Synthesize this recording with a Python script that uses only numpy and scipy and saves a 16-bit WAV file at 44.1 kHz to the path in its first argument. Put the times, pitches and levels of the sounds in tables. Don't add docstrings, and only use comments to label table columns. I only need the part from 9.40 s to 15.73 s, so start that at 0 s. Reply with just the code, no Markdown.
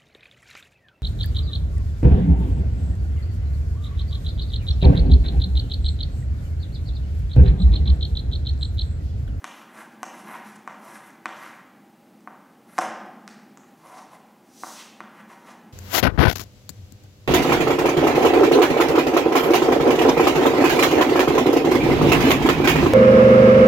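import sys
import numpy as np
from scipy import signal
from scipy.fft import rfft, irfft
from scipy.io import wavfile

SR = 44100
rng = np.random.default_rng(int(sys.argv[2]) if len(sys.argv) > 2 else 0)


def log_audio(samples):
    frames = np.atleast_2d(samples).T
    limited = np.clip(frames, -1, 1)
    pcm = np.round(limited * 32767).astype(np.int16)
    wavfile.write(sys.argv[1], SR, pcm)


N = 278976
BLOW_SAMPLES = 4096
BLOW_MS = np.arange(BLOW_SAMPLES) / SR * 1000

# start in seconds, knock peak in dB, crack peak in dB,
# contact time in ms, pitch of the struck spot in Hz, its peak in dB, treble lift in dB per octave.
TAPS = [(0.0428, -19, -27.5, 0.057, 1130, -21, 20.5), (0.6310, -19, -24.5, 0.12, 860, -22.5, 24),
        (1.158, -50, -45, 0.045, 1500, -60, 0), (1.2762, -21.5, -39.5, 0.1, 1060, -25, 9),
        (1.705, -48, -47, .05, 1500, -60, 0), (1.8572, -15, -31.5, 0.065, 1300, -16.5, 2.5),
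        (2.8063, -52, -54, 0.13, 1500, -65, 0), (2.8745, -24.5, -57, 0.11, 890, -30, 7),
        (3.3815, -15, -25.5, 0.078, 1250, -15, 14), (3.3870, -7, -18, 0.15, 780, -9.5, 8),
        (3.4085, -41, -44, .05, 1100, -45, 0), (4.471, -58, -46, .05, 1500, -56, -2),
        (5.2352, -18.5, -53, 0.13, 745, -27, 5), (5.605, -23.5, -45.5, 0.074, 1080, -29.5, 0)]
# pitch in Hz, width in Hz, relative level in dB.
BOARD_MODES = [(218, 20, -14.5), (334.5, 20, -3), (633, 57, -13), (763, 81, -4.5), (928, 155, -6),
               (1068, 350, 1.5), (1221, 29, 1), (1311, 23, -4.5), (1386, 56, -2), (1518, 39, -1.5),
               (1648, 112, -5.5), (1860, 60, -6), (2024, 59, -6.5), (2360, 57, -13), (2820, 630, -16.5)]


def chalk_strokes():
    # moment of top speed in seconds, rise and fall in seconds, bright hiss level in dB, then
    # dull scrape, stick and board in dB compared with that hiss, and hardness of contact from 0 to 1.
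    strokes = [(0.15, 0.18, 0.13, -61.5, -9, -2, 15.5, 0.7), (0.405, 0.1, 0.051, -59.5, 0, 0, 20, 0.61),
               (0.53, .025, 0.034, -75.5, -1, 5, 6, 0.86), (0.73, 0.15, 0.099, -64, -11, -5, 18.5, 0.43),
               (0.805, 0.067, 0.11, -62.5, -1, 1.5, 12.5, 0.5),
               (0.905, 0.072, 0.069, -58.5, -9, -10, 21, 0.49),
               (0.965, 0.068, 0.08, -63, -7, -1, 26.5, 0.67), (1.085, 0.068, 0.075, -61.5, -4, 2, 10, 0.75),
               (1.162, 0.013, 0.012, -69.5, 9.5, 9, 16, 0.7), (1.31, 0.031, 0.062, -77, -6, 7, 36.5, 0.48),
               (1.453, 0.072, 0.12, -66.5, -10, -3, 22, 0.24),
               (1.566, 0.19, 0.029, -61.5, 2.5, 1, 14.5, 0.7),
               (1.685, 0.16, 0.034, -64, -5.5, -3, 16.5, 0.8), (2.035, 0.16, 0.16, -59, -6, 1, 17, 0.79),
               (3.377, 0.11, 0.033, -58, -18, -4, 10, 0.73),
               (3.411, 0.0073, 0.08, -52.5, -1, -8, 21.5, 0.64),
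               (4.49, 0.23, 0.11, -71.5, -3, 2, 14.5, 0.34), (4.585, 0.14, 0.074, -65, 0, 5, 24, 0.3),
               (4.75, 0.073, 0.025, -64.5, -4, 3, 18, 0.4), (5.805, 0.11, 0.036, -71.5, -6, 0, 23.5, 0.8),
               (5.903, 0.03, 0.12, -68.5, 3, 5, 20, 0.53), (6.099, 0.078, 0.056, -65, 1, 6.5, 25, 0.51)]
    # time in seconds, pitch in Hz.
    tip_pitch = [(0, 11000), (.19, 11500), (.36, 11800), (.42, 11000), (.72, 11500), (.81, 10300),
                 (.86, 11400), (.91, 11800), (1.0, 11800), (1.08, 11300), (1.16, 10000), (1.31, 11600),
                 (1.44, 12100), (1.52, 11000), (1.58, 9830), (1.62, 10500), (1.7, 12000), (2.0, 12000),
                 (3.4, 10600), (4.45, 11000), (4.6, 10000), (4.75, 11000), (6.33, 11100)]
    # pitch in Hz, width in Hz, relative level in dB.
    stick_modes = [(3570, 3500, 14.5), (5330, 320, -5), (5790, 1350, 8.5), (6940, 1100, 1.5)]
    jolts = grit(per_s=2500, spread_db=2.5) * from_db(2.5 * drift(rate_hz=45.7))
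    shaken = radiated(body(np.diff(jolts, prepend=0), BOARD_MODES))
    soft = rms_one(cut(shaken, 1000, "low", order=4))
    hard = rms_one(cut(shaken, 2050, "low", order=4))
    dull = double_resonance(catching_grit(per_s=9000), hz=8600, width_hz=6200)
    bright = gliding_resonance(catching_grit(per_s=7600), in_time(tip_pitch), width_hz=4100)
    stick = rms_one(body(body(catching_grit(per_s=12000), stick_modes), stick_modes))
    out = np.zeros(N)
    for top_s, rise_s, fall_s, tip_db, dull_db, stick_db, board_db, hardness in strokes:
        board = (1 - hardness) * soft + hardness * hard
        scrape = bright + from_db(dull_db) * dull + from_db(stick_db) * stick + from_db(board_db) * board
        out += sweep(top_s, rise_s, fall_s, tip_db) * scrape
    return out * from_db(1.6 * drift(rate_hz=20))


def grit(per_s, spread_db):
    sizes = from_db(spread_db * np.minimum(rng.exponential(1, N), 5)) * rng.choice([-1, 1], N)
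    return rms_one(sizes * (rng.random(N) < per_s / SR))


def catching_grit(per_s):
    return grit(per_s, spread_db=2.0) * from_db(2.2 * drift(rate_hz=16))


def chalk_taps():
    # pitch in Hz, width in Hz, relative level in dB.
    crack_modes = [(3850, 1500, -8), (4970, 250, -6), (5500, 920, -4), (6400, 360, -1), (7120, 540, -4.5),
                   (8100, 1140, -1), (9700, 1700, -5), (11800, 1300, -7.5), (14100, 2500, -13)]
    lift_from_hz = 1400
    out = np.zeros(N)
    for start_s, knock_db, crack_db, contact_ms, _, _, lift_db in TAPS:
        modes = [(hz, width_hz, db + lift_db * max(np.log2(hz / lift_from_hz), 0) + rng.normal(0, 2.5))
                 for hz, width_hz, db in BOARD_MODES]
        add_blow(out, start_s, knock_db, radiated(body(push(contact_ms), modes)))
        crack = 0
        for k, (hz, width_hz, db) in enumerate(crack_modes):
            gain = (-1) ** k * from_db(db + rng.normal(0, 1.5)) / width_hz ** .5
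            crack += gain * resonance(BLOW_MS == 0, hz, width_hz)
        add_blow(out, start_s, crack_db, crack)
    return out


def spot_ring():
    # pitch in Hz, width in Hz.
    spot_modes = [(740, 74), (1080, 61), (1500, 60), (1800, 120), (2215, 43), (2470, 200), (3040, 79),
                  (3650, 110)]
    loss_db_per_octave = 9
    out = np.zeros(N)
    for start_s, _, _, contact_ms, spot_hz, ring_db, _ in TAPS:
        modes = [(hz, width_hz, -loss_db_per_octave * abs(np.log2(hz / spot_hz)))
                 for hz, width_hz in spot_modes]
        add_blow(out, start_s, ring_db, -body(push(contact_ms, lag_ms=0.34), modes))
    return radiated(out)


def falling_piece():
    # start in seconds, peak in dB, ring pitch in Hz, ring width in Hz, scuff fade time in ms,
    # thud in dB compared with the ring, thud pitch in Hz.
    ticks = [(3.8779, -25.5, 4080, 2480, 0.013, 2.5, 1500), (3.891, -37, 8450, 3000, 0.045, 3, 2500),
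             (3.944, -39, 7000, 2500, .3, 11, 990), (3.9985, -43, 5030, 3000, 0.04, 9, 990),
             (4.1733, -34.5, 6600, 1200, 1.5, 4, 860), (4.1977, -48, 6700, 1000, 1.4, 17, 1210),
             (4.2347, -43, 6850, 1000, 1.0, 18, 1190)]
    out = np.zeros(N)
    for start_s, peak_db, hz, width_hz, scuff_ms, thud_db, thud_hz in ticks:
        scuff = rng.standard_normal(BLOW_SAMPLES) * np.exp(-BLOW_MS / scuff_ms)
        ring = rms_one(resonance(resonance(scuff, hz, width_hz), hz, 2 * width_hz))
        thud = double_resonance(BLOW_MS == 0, thud_hz, width_hz=1160)
        add_blow(out, start_s, peak_db, ring + from_db(thud_db) * thud)
    return out


def brush():
    # moment of top speed in seconds, rise and fall in seconds, gain in dB, centre pitch in Hz.
    passes = [(5.285, 0.17, 0.21, -47.5, 5940), (5.405, 0.072, 0.037, -44, 2640)]
    below_db, above_db = 24, 20
    out = np.zeros(N)
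    for top_s, rise_s, fall_s, gain_db, centre_hz in passes:
        bands = []
        for hz in np.geomspace(1500, 15000, 10):
            loss_db = above_db if hz > centre_hz else below_db
            bands.append((hz, 0.43 * hz, -loss_db * np.log2(hz / centre_hz) ** 2))
        bands.append((centre_hz, .15 * centre_hz, 1))
        out += sweep(top_s, rise_s, fall_s, gain_db) * body(rng.standard_normal(N), bands)
    return out


def first_echoes(x):
    # delay in seconds, level in dB.
    reflections = [(.0009, -6), (.0053, -10.5), (.0088, -4.5), (0.0102, -11.5), (0.0224, -19),
                   (0.0333, -10.5)]
    smear_ms = 1.0
    pattern = np.zeros(2 * BLOW_SAMPLES)
    for delay_s, db in reflections:
        smear = rng.standard_normal(BLOW_SAMPLES) * np.exp(-BLOW_MS / smear_ms)
        pattern[int(delay_s * SR):][:BLOW_SAMPLES] += from_db(db) * energy_one(smear)
    return cut(signal.fftconvolve(x, pattern)[:N], 3400, "low", order=1)


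def room_echo(x):
    # pitch in Hz, seconds the echo takes to fade by 60 dB.
    fade_times = [(150, 0.39), (500, 1.0), (1000, 1), (2800, 0.99), (7000, 0.55), (15000, 0.22)]
    first_echo_s, build_up_s, room_db = 0.0075, 0.018, -4
    t = np.arange(int(1.6 * SR)) / SR
    hz, frame_s, spectrum = signal.stft(rng.standard_normal(len(t)), SR, nperseg=512)
    fade = from_db(-60 * frame_s / at_hz(fade_times, hz)[:, None])
    tail = signal.istft(spectrum * fade, SR, nperseg=512)[1][:len(t)]
    tail *= np.clip((t - first_echo_s) / build_up_s, 0, 1)
    return from_db(room_db) * signal.fftconvolve(x, energy_one(tail))[:N]


def background():
    # pitch in Hz, relative level in dB.
    noise_shape = [(30, -35), (80, -28.5), (100, -19), (160, -7), (250, -2), (400, -11.5), (630, -11.5),
                   (1000, -17.5), (2000, -23), (4000, -31), (8000, -34.5), (13000, -35), (16000, -33.5)]
    # pitch in Hz, width in Hz, base level in dB.
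    hum_modes = [(212.9, 51, -58), (327.5, 102, -63.5), (801, 73, -64.5)]
    # time in seconds, dB added to the base level.
    hum_swell = [(0, -2.5), (.85, 9), (1.4, 2.5), (2.4, 1), (3.2, -2.5), (3.5, 11.5), (4.5, -3), (5.3, 0),
                 (6.33, 5.5)]
    noise_gain = from_db(at_hz(noise_shape, np.fft.rfftfreq(N, 1 / SR)))
    out = from_db(-55) * rms_one(irfft(rfft(rng.standard_normal(N)) * noise_gain, N))
    for hz, width_hz, db in hum_modes:
        hum = double_resonance(rng.standard_normal(N), hz, width_hz)
        out += from_db(db + in_time(hum_swell) + 1.13 * drift(rate_hz=9.2)) * hum
    return out


def push(contact_ms, lag_ms=0):
    return np.exp(-.5 * ((BLOW_MS - lag_ms) / contact_ms - 2.5) ** 2)


def sweep(top_s, rise_s, fall_s, top_db):
    fade_db, roundness = 17.5, 1.65
    t = np.arange(N) / SR - top_s
    away = np.abs(t) / np.where(t < 0, rise_s, fall_s)
    return from_db(np.maximum(top_db - fade_db * away ** roundness, -200))


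def add_blow(out, start_s, peak_db, shape):
    at = int(start_s * SR)
    out[at:at + len(shape)] += from_db(peak_db) * shape / np.abs(shape).max()


def radiated(x):
    return cut(x, 160, "high", order=3)


def body(x, modes):
    return sum(from_db(db) * resonance(x, hz, width_hz) for hz, width_hz, db in modes)


def resonance(x, hz, width_hz):
    r = np.exp(-np.pi * width_hz / SR)
    feedback = [1, -2 * r * np.cos(2 * np.pi * hz / SR), r * r]
    return signal.lfilter((1 - r * r) / 2 * np.array([1, 0, -1]), feedback, x + 1e-18)


def double_resonance(x, hz, width_hz):
    return rms_one(resonance(resonance(x, hz, width_hz), hz, width_hz))


def gliding_resonance(x, pitch_hz, width_hz, block=512):
    r = np.exp(-np.pi * width_hz / SR)
    out, state = np.zeros(N), np.zeros((2, 2))
    for i in range(0, N, block):
        section = [1, 0, -1, 1, -2 * r * np.cos(2 * np.pi * pitch_hz[i] / SR), r * r]
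        out[i:i + block], state = signal.sosfilt([section, section], x[i:i + block], zi=state)
    return rms_one(out)


def cut(x, hz, keep, order):
    return signal.sosfilt(signal.butter(order, hz, keep, fs=SR, output="sos"), x)


def drift(rate_hz):
    r = np.exp(-2 * np.pi * rate_hz / SR)
    return rms_one(signal.lfilter([1], [1, -2 * r, r * r], rng.standard_normal(N + SR))[SR:])


def in_time(rows):
    return np.interp(np.arange(N) / SR, *np.transpose(rows))


def at_hz(rows, hz):
    row_hz, values = np.transpose(rows)
    return np.interp(np.log(hz + 1), np.log(row_hz), values)


def from_db(db):
    return 10 ** (np.asarray(db) / 20)


def rms_one(x):
    return x / np.sqrt(np.mean(x ** 2) + 1e-20)


def energy_one(x):
    return x / np.sqrt(np.sum(x ** 2))


def scene():
    air_cut_hz = 13000
    blows = cut(chalk_taps() + falling_piece(), air_cut_hz, "low", order=4)
    drag = cut(chalk_strokes(), air_cut_hz, "low", order=4)
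    brushing = brush()
    direct = blows + drag + brushing + spot_ring()
    into_room = blows + from_db(-2) * drag + brushing
    middle = direct + first_echoes(into_room) + room_echo(into_room) + background()
    widener = energy_one(rng.standard_normal(400))
    side = cut(signal.fftconvolve(middle, widener)[:N], 13800, "high", order=3)
    return middle + from_db(-10.5) * side * [[1], [-1]]


def record(dry):
    cutoff_hz = 15760
    return signal.sosfilt(signal.ellip(14, .5, 60, cutoff_hz, fs=SR, output="sos"), dry)


dry = scene()
out = record(dry)
log_audio(out)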